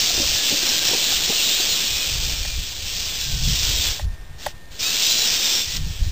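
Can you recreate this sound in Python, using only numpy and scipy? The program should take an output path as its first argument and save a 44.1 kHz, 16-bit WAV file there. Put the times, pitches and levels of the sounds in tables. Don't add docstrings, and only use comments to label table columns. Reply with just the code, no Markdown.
import sys
import numpy as np
from scipy import signal
from scipy.fft import rfft, irfft, next_fast_len
from scipy.io import wavfile

SR = 44100
rng = np.random.default_rng(int(sys.argv[2]) if len(sys.argv) > 2 else 0)


def master(y):
    cut = np.clip(np.atleast_2d(y).T, -1, 1)
    pcm = np.round(cut * 32767)
    wavfile.write(sys.argv[1], SR, pcm.astype(np.int16))


N = 269451
HOLD = 4


def amp(db):
    return 10 ** (np.asarray(db) / 20)


def rms_one(x):
    return x / np.sqrt(np.mean(x ** 2) + 1e-20)


def in_time(rows):
    times, *columns = np.transpose(rows)
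    return [np.interp(np.arange(N) / SR, times, column) for column in columns]


def drift(corner_hz):
    pole = np.exp(-2 * np.pi * corner_hz * 20 / SR)
    noise = rng.standard_normal(N // 20 + 4002)
    slow = signal.lfilter([1], [1, -2 * pole, pole ** 2], noise)[4000:]
    return np.interp(np.arange(N) / 20, np.arange(len(slow)), rms_one(slow))


def band(x, low_hz, high_hz, order=2):
    return signal.sosfilt(signal.butter(order, [low_hz, high_hz], "band", fs=SR, output="sos"), x)


def coloured(x, spectrum):
    size = next_fast_len(N)
    hz = np.arange(size // 2 + 1) * SR / size + 1e-3
    point_hz, point_db = np.transpose(spectrum)
    gain = amp(np.interp(np.log(hz), np.log(point_hz), point_db, left=-120))
    gain = gain * (hz < SR / HOLD / 2)
    return rms_one(irfft(rfft(x, size) * gain, size)[:N])


def regions(x, centres_hz):
    size = next_fast_len(N)
    hz, spectrum = np.arange(size // 2 + 1) * SR / size, rfft(x, size)
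    shares = [np.interp(hz, centres_hz, one_region) for one_region in np.eye(len(centres_hz))]
    return [irfft(spectrum * share, size)[:N] for share in shares]


def ring(clicks, hz, t60):
    r, w = amp(-60 / (t60 * SR)), 2 * np.pi * hz / SR
    return signal.lfilter([0, np.sin(w)], [1, -2 * r * np.cos(w), r * r], clicks + 1e-18)


# (time [s], rattle level [dB], hum change below 2 kHz [dB], treble change above 4.4 kHz [dB])
DRIVE_CURVE = [(0, -20.5, 2, 2.5), (.9, -19.5, 1.5, -0.5), (1.1, -19.5, 1, -2), (1.74, -19.5, 0.5, -1.5),
               (2.1, -23, 1, -0.5), (2.55, -28, -1, -0.5), (2.77, -30.5, 0, -1), (3.02, -25.5, 0.5, 1),
               (3.38, -27.5, -0.5, 2.5), (3.44, -24.5, -0.5, 1.5), (3.85, -19.5, 1, 0.5),
               (3.96, -29, 2.5, 1), (4.04, -42.5, 8, -2), (4.07, -54, 13, 1), (4.78, -55, 5.5, -3.5),
               (4.795, -27, 0, 3), (4.85, -23.5, 3, 3), (5.05, -16.5, -2, -1.5), (5.2, -20, 1, 2),
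               (5.6, -20.5, 2.5, 2.5), (5.645, -28, 1, 3.5), (5.77, -26, 0, 1.5), (5.79, -35, 3.5, 0),
               (6.11, -37.5, 2, -0.5)]
# (start [s], length [s], peak rattle level [dB])
MOTOR_TWITCHES = [(4.10, .07, -50.5), (4.37, 0.16, -35), (4.695, .13, -38)]


def drive():
    rise_s, fall_s = 0.025, 0.02
    peak_at, swell_range_db = 0.6, 9.5
    rattle_db, hum_db, treble_db = in_time(DRIVE_CURVE)
    power, t = amp(2 * rattle_db), np.arange(N) / SR
    for start, length, peak_db in MOTOR_TWITCHES:
        edges = np.clip(np.minimum((t - start) / rise_s, (start + length - t) / fall_s), 0, 1)
        swell_db = swell_range_db * np.interp((t - start) / length, [0, peak_at, 1], [-1, 0, -1])
        power = power + (amp(peak_db + swell_db) * edges) ** 2
    return 10 * np.log10(power), hum_db, treble_db


# (frequency [Hz], relative level [dB per Hz])
SHELL_COLOUR = [(88, -70), (150, -15.5), (278, -13), (314, -13), (354, -13.5), (424, -14), (464, -13),
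                (1160, -17.5), (2130, -10.5), (2440, -4.5), (3500, 1), (4730, 0), (5500, 1.5), (7150, -34),
                (12100, -120)]


def gears():
    teeth_per_s, tooth_spread_db = 5000, 2.3
    shaft_hz, shaft_depth = 159.5, 0.2
    hiss_db = -4
    patchy_db, load_db = 0.9, 0.6
    rattle_db, hum_db, treble_db = drive()

    turn = 2 * np.pi * np.cumsum(shaft_hz * (1 + 0.0409 * drift(1.625))) / SR
    sizes = amp(tooth_spread_db * np.minimum(rng.exponential(1, N), 5)) * rng.choice([-1, 1], N)
    contacts = rng.random(N) < teeth_per_s / SR
    teeth = sizes * contacts * (1 + shaft_depth * np.sin(turn))
    shell = coloured(rms_one(teeth) + amp(hiss_db) * rng.standard_normal(N), SHELL_COLOUR)

    centres_hz = [300, 800, 1300, 1800, 2300, 2800, 3300, 3800, 4300, 4800, 5300]
    out = np.zeros(N)
    for hz, part in zip(centres_hz, regions(shell, centres_hz)):
        tilt_db = hum_db if hz < 2000 else treble_db if hz > 4400 else 0
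        out += part * amp(tilt_db + patchy_db * drift(7.0))
    return amp(rattle_db + load_db * drift(7.3)) * out


WOBBLE = 0.008
# (start [s], length [s], first pitch [Hz], middle pitch [Hz], last pitch [Hz], rms level midway [dB])
WHINE_ARCS = [(.14, .11, 3450, 3680, 3620, -30), (.36, .12, 1720, 1700, 1750, -41),
              (.39, .09, 3650, 3700, 3750, -33), (.66, .07, 2350, 2000, 1580, -40),
              (.72, .12, 1580, 1600, 1600, -41), (1.07, .09, 1680, 1560, 1480, -41),
              (1.08, .08, 3620, 3530, 3700, -28), (1.36, .06, 2950, 2780, 2600, -29),
              (1.42, .16, 4500, 3620, 4200, -28), (1.575, .035, 4250, 4030, 3800, -29),
              (1.6, .09, 4500, 4720, 4500, -29), (1.68, .12, 4550, 4000, 3620, -29.5),
              (1.87, .25, 2480, 2510, 2430, -36), (2.1, .5, 2440, 2410, 2390, -43),
              (3.04, .21, 3420, 3450, 3430, -38), (3.22, .21, 1630, 1550, 1480, -49),
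              (3.42, .22, 5350, 5390, 5330, -34), (3.43, .13, 3330, 3400, 3380, -33),
              (3.61, .09, 1400, 1445, 1520, -46), (3.75, .15, 3850, 3600, 3350, -31),
              (4.81, .12, 2350, 2560, 2580, -36), (4.82, .12, 3750, 3800, 3900, -30),
              (4.83, .07, 4600, 4620, 4750, -33), (4.84, .09, 1290, 1320, 1400, -49),
              (5.02, .27, 3580, 4070, 3650, -27), (5.24, .05, 5050, 5250, 5450, -30),
              (5.34, .16, 3550, 3710, 3480, -30), (5.49, .16, 3500, 3610, 3520, -30),
              (5.66, .12, 1880, 1980, 1930, -42)]


def whines():
    fade_s, ends_db, flutter_db = 0.0028, -1.5, 2.4
    out, t = np.zeros(N), np.arange(N) / SR
    shake = 1 + WOBBLE * drift(70)
    flutter = amp(flutter_db * drift(35))
    for start, length, first, middle, last, level_db in WHINE_ARCS:
        on = (t > start) & (t < start + length)
        u = 2 * (t[on] - start) / length - 1
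        hz = middle + u * (last - first) / 2 + u ** 2 * ((first + last) / 2 - middle)
        phase = 2 * np.pi * np.cumsum(hz * shake[on]) / SR
        fade = np.clip((1 - np.abs(u)) * length / 2 / fade_s, 0, 1)
        out[on] += fade * amp(level_db + ends_db * u ** 2) * np.sin(phase)
    return np.sqrt(2) * flutter * out


WANDERING_PITCHES = [1700, 2650, 3250, 3600, 4400, 5350]


def wandering_tones():
    tone_db, flutter_db = -17, 4
    colour_hz, colour_db = np.transpose(SHELL_COLOUR)
    out = np.zeros(N)
    for hz in WANDERING_PITCHES:
        pitch = hz * (1 + 0.04 * drift(4) + WOBBLE * drift(70))
        level_db = np.interp(hz, colour_hz, colour_db - colour_db.max()) + flutter_db * drift(9)
        out += amp(level_db) * np.sin(2 * np.pi * np.cumsum(pitch) / SR)
    return amp(drive()[0] + tone_db) * out


# (time [s], main ring level [dB], pitch [Hz])
WOOD_KNOCKS = [(0.104, -24.5, 700), (0.179, -22, 360), (0.19, -26, 340), (0.201, -17, 290),
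               (0.217, -21, 286), (0.231, -25, 554), (0.507, -25, 292), (0.516, -21.5, 420),
               (0.526, -17.5, 270), (0.54, -20, 292), (0.63, -22.5, 356), (0.892, -25, 378),
               (0.912, -22, 368), (0.934, -16, 480), (0.948, -19.5, 398), (1.123, -26.5, 770),
               (1.278, -28, 358), (1.296, -19.5, 236), (1.302, -19, 406), (1.324, -25, 640),
               (1.6, -22, 376)]


def knocks():
    t60 = 0.039
    out = np.zeros(N)
    for time, level_db, hz in WOOD_KNOCKS:
        click = np.zeros(N)
        click[round(time * SR)] = amp(level_db)
        out += ring(click, hz, t60) + 0.32 * ring(click, 1.95 * hz, 2 * t60)
    return out


# (time [s], strike level [dB], boost of modes above 1300 Hz [dB])
SLACK_CLACKS = [(2.4485, -32, 7), (3.993, -27, 1), (4.4625, -16, 0)]
# (delay [s], relative level [dB])
CONTACTS = [(0, -1.5), (.0019, 4.5), (.0056, -1)]
# (frequency [Hz], relative level [dB], decay by 60 dB [s])
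PLASTIC_MODES = [(594, -5.5, 0.034), (815, 2, 0.015), (1100, -1.5, 0.0051), (1410, -3, 0.0055),
                 (1740, -0.5, 0.0095), (1870, -1, 0.013), (2600, -18, 0.0092), (4650, -10.5, 0.0091)]


def clacks():
    out = np.zeros(N)
    for time, strike_db, upper_db in SLACK_CLACKS:
        click = np.zeros(N)
        for delay, blow_db in CONTACTS:
            click[round((time + delay) * SR)] = amp(strike_db + blow_db)
        for k, (hz, level_db, t60) in enumerate(PLASTIC_MODES):
            sign = (-1) ** k
            out += sign * amp(level_db + upper_db * (hz > 1300)) * ring(click, hz, t60)
    return signal.sosfilt(signal.butter(4, 480, "high", fs=SR, output="sos"), out)


# (middle [s], length [s], peak deep level [dB], upper part relative to the deep part [dB])
WIND_GUSTS = [(0.258, 0.27, -30, -11), (1.196, .3, -40, -10), (1.73, .1, -32, -14),
              (1.934, 0.11, -29.5, -12.5), (2.232, 0.38, -25.5, -13.5), (2.45, 0.27, -26.5, -22),
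              (2.596, 0.11, -25, -20), (2.87, .1, -28, -22), (3.08, 0.24, -40, -22), (3.2, 2, -37.5, -19),
              (3.334, .16, -22.5, -8), (3.479, 0.22, -18, -3.5), (3.695, 0.29, -22.5, -14),
              (3.89, .08, -23.5, -22), (4.072, 0.16, -21, -19), (4.285, 0.32, -35, -27),
              (4.57, .1, -42, -17), (5.688, 0.058, -28.5, -18), (5.829, .22, -21, -7),
              (5.928, 0.15, -27, -11), (6.051, 0.13, -16, -25)]


def wind():
    calm_deep_db, calm_upper_db, lumpy_db = -45.5, -49, 2.5
    t = np.arange(N) / SR
    deep_power, upper_power = amp(2 * calm_deep_db), amp(2 * calm_upper_db)
    for middle, length, deep_db, upper_db in WIND_GUSTS:
        half_sine = np.cos(np.pi * np.clip((t - middle) / length, -0.5, 0.5))
        swell = (amp(deep_db) * half_sine) ** 2
        deep_power = deep_power + swell
        upper_power = upper_power + swell * amp(2 * upper_db)
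    deep = band(rng.standard_normal(N), 10, 72, order=3)
    upper = band(rng.standard_normal(N), 70, 157, order=3)
    deep = rms_one(amp(lumpy_db * drift(19)) * deep)
    upper = rms_one(amp(lumpy_db * drift(13)) * upper)
    return np.sqrt(deep_power) * deep + np.sqrt(upper_power) * upper


# (frequency [Hz], level [dB])
FAINT_TONES = [(1604, -64), (1825, -56), (3612, -68)]
# (from [s], to [s])
TONES_FADE_IN = (2.0, 2.8)


def camera_tones():
    t, tones = np.arange(N) / SR, np.zeros(N)
    for hz, level_db in FAINT_TONES:
        tones += np.sqrt(2) * amp(level_db + 2.0 * drift(12)) * np.sin(2 * np.pi * hz * t)
    return np.interp(t, TONES_FADE_IN, [0, 1]) * tones


# (frequency [Hz], relative level [dB per Hz])
AIR_COLOUR = [(100, -33), (150, -2.5), (400, -4.5), (800, -5), (1300, -10.5), (2500, -9.5), (5500, -28)]


def outdoor_floor():
    return amp(-51) * coloured(rng.standard_normal(N), AIR_COLOUR)


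def scene():
    truck = gears() + whines() + knocks() + clacks()
    background = camera_tones() + outdoor_floor()
    return (truck + wandering_tones() + wind() + background)[None]


def record(dry):
    overload, offset, cutoff_hz = 0.62, -0.0125, 15420
    rounded = overload * np.tanh(dry / overload) + offset
    held = np.repeat(rounded[:, ::HOLD], HOLD, axis=1)[:, :N]
    return signal.sosfilt(signal.ellip(14, 0.3, 85, cutoff_hz, fs=SR, output="sos"), held)


dry = scene()
out = record(dry)
master(out)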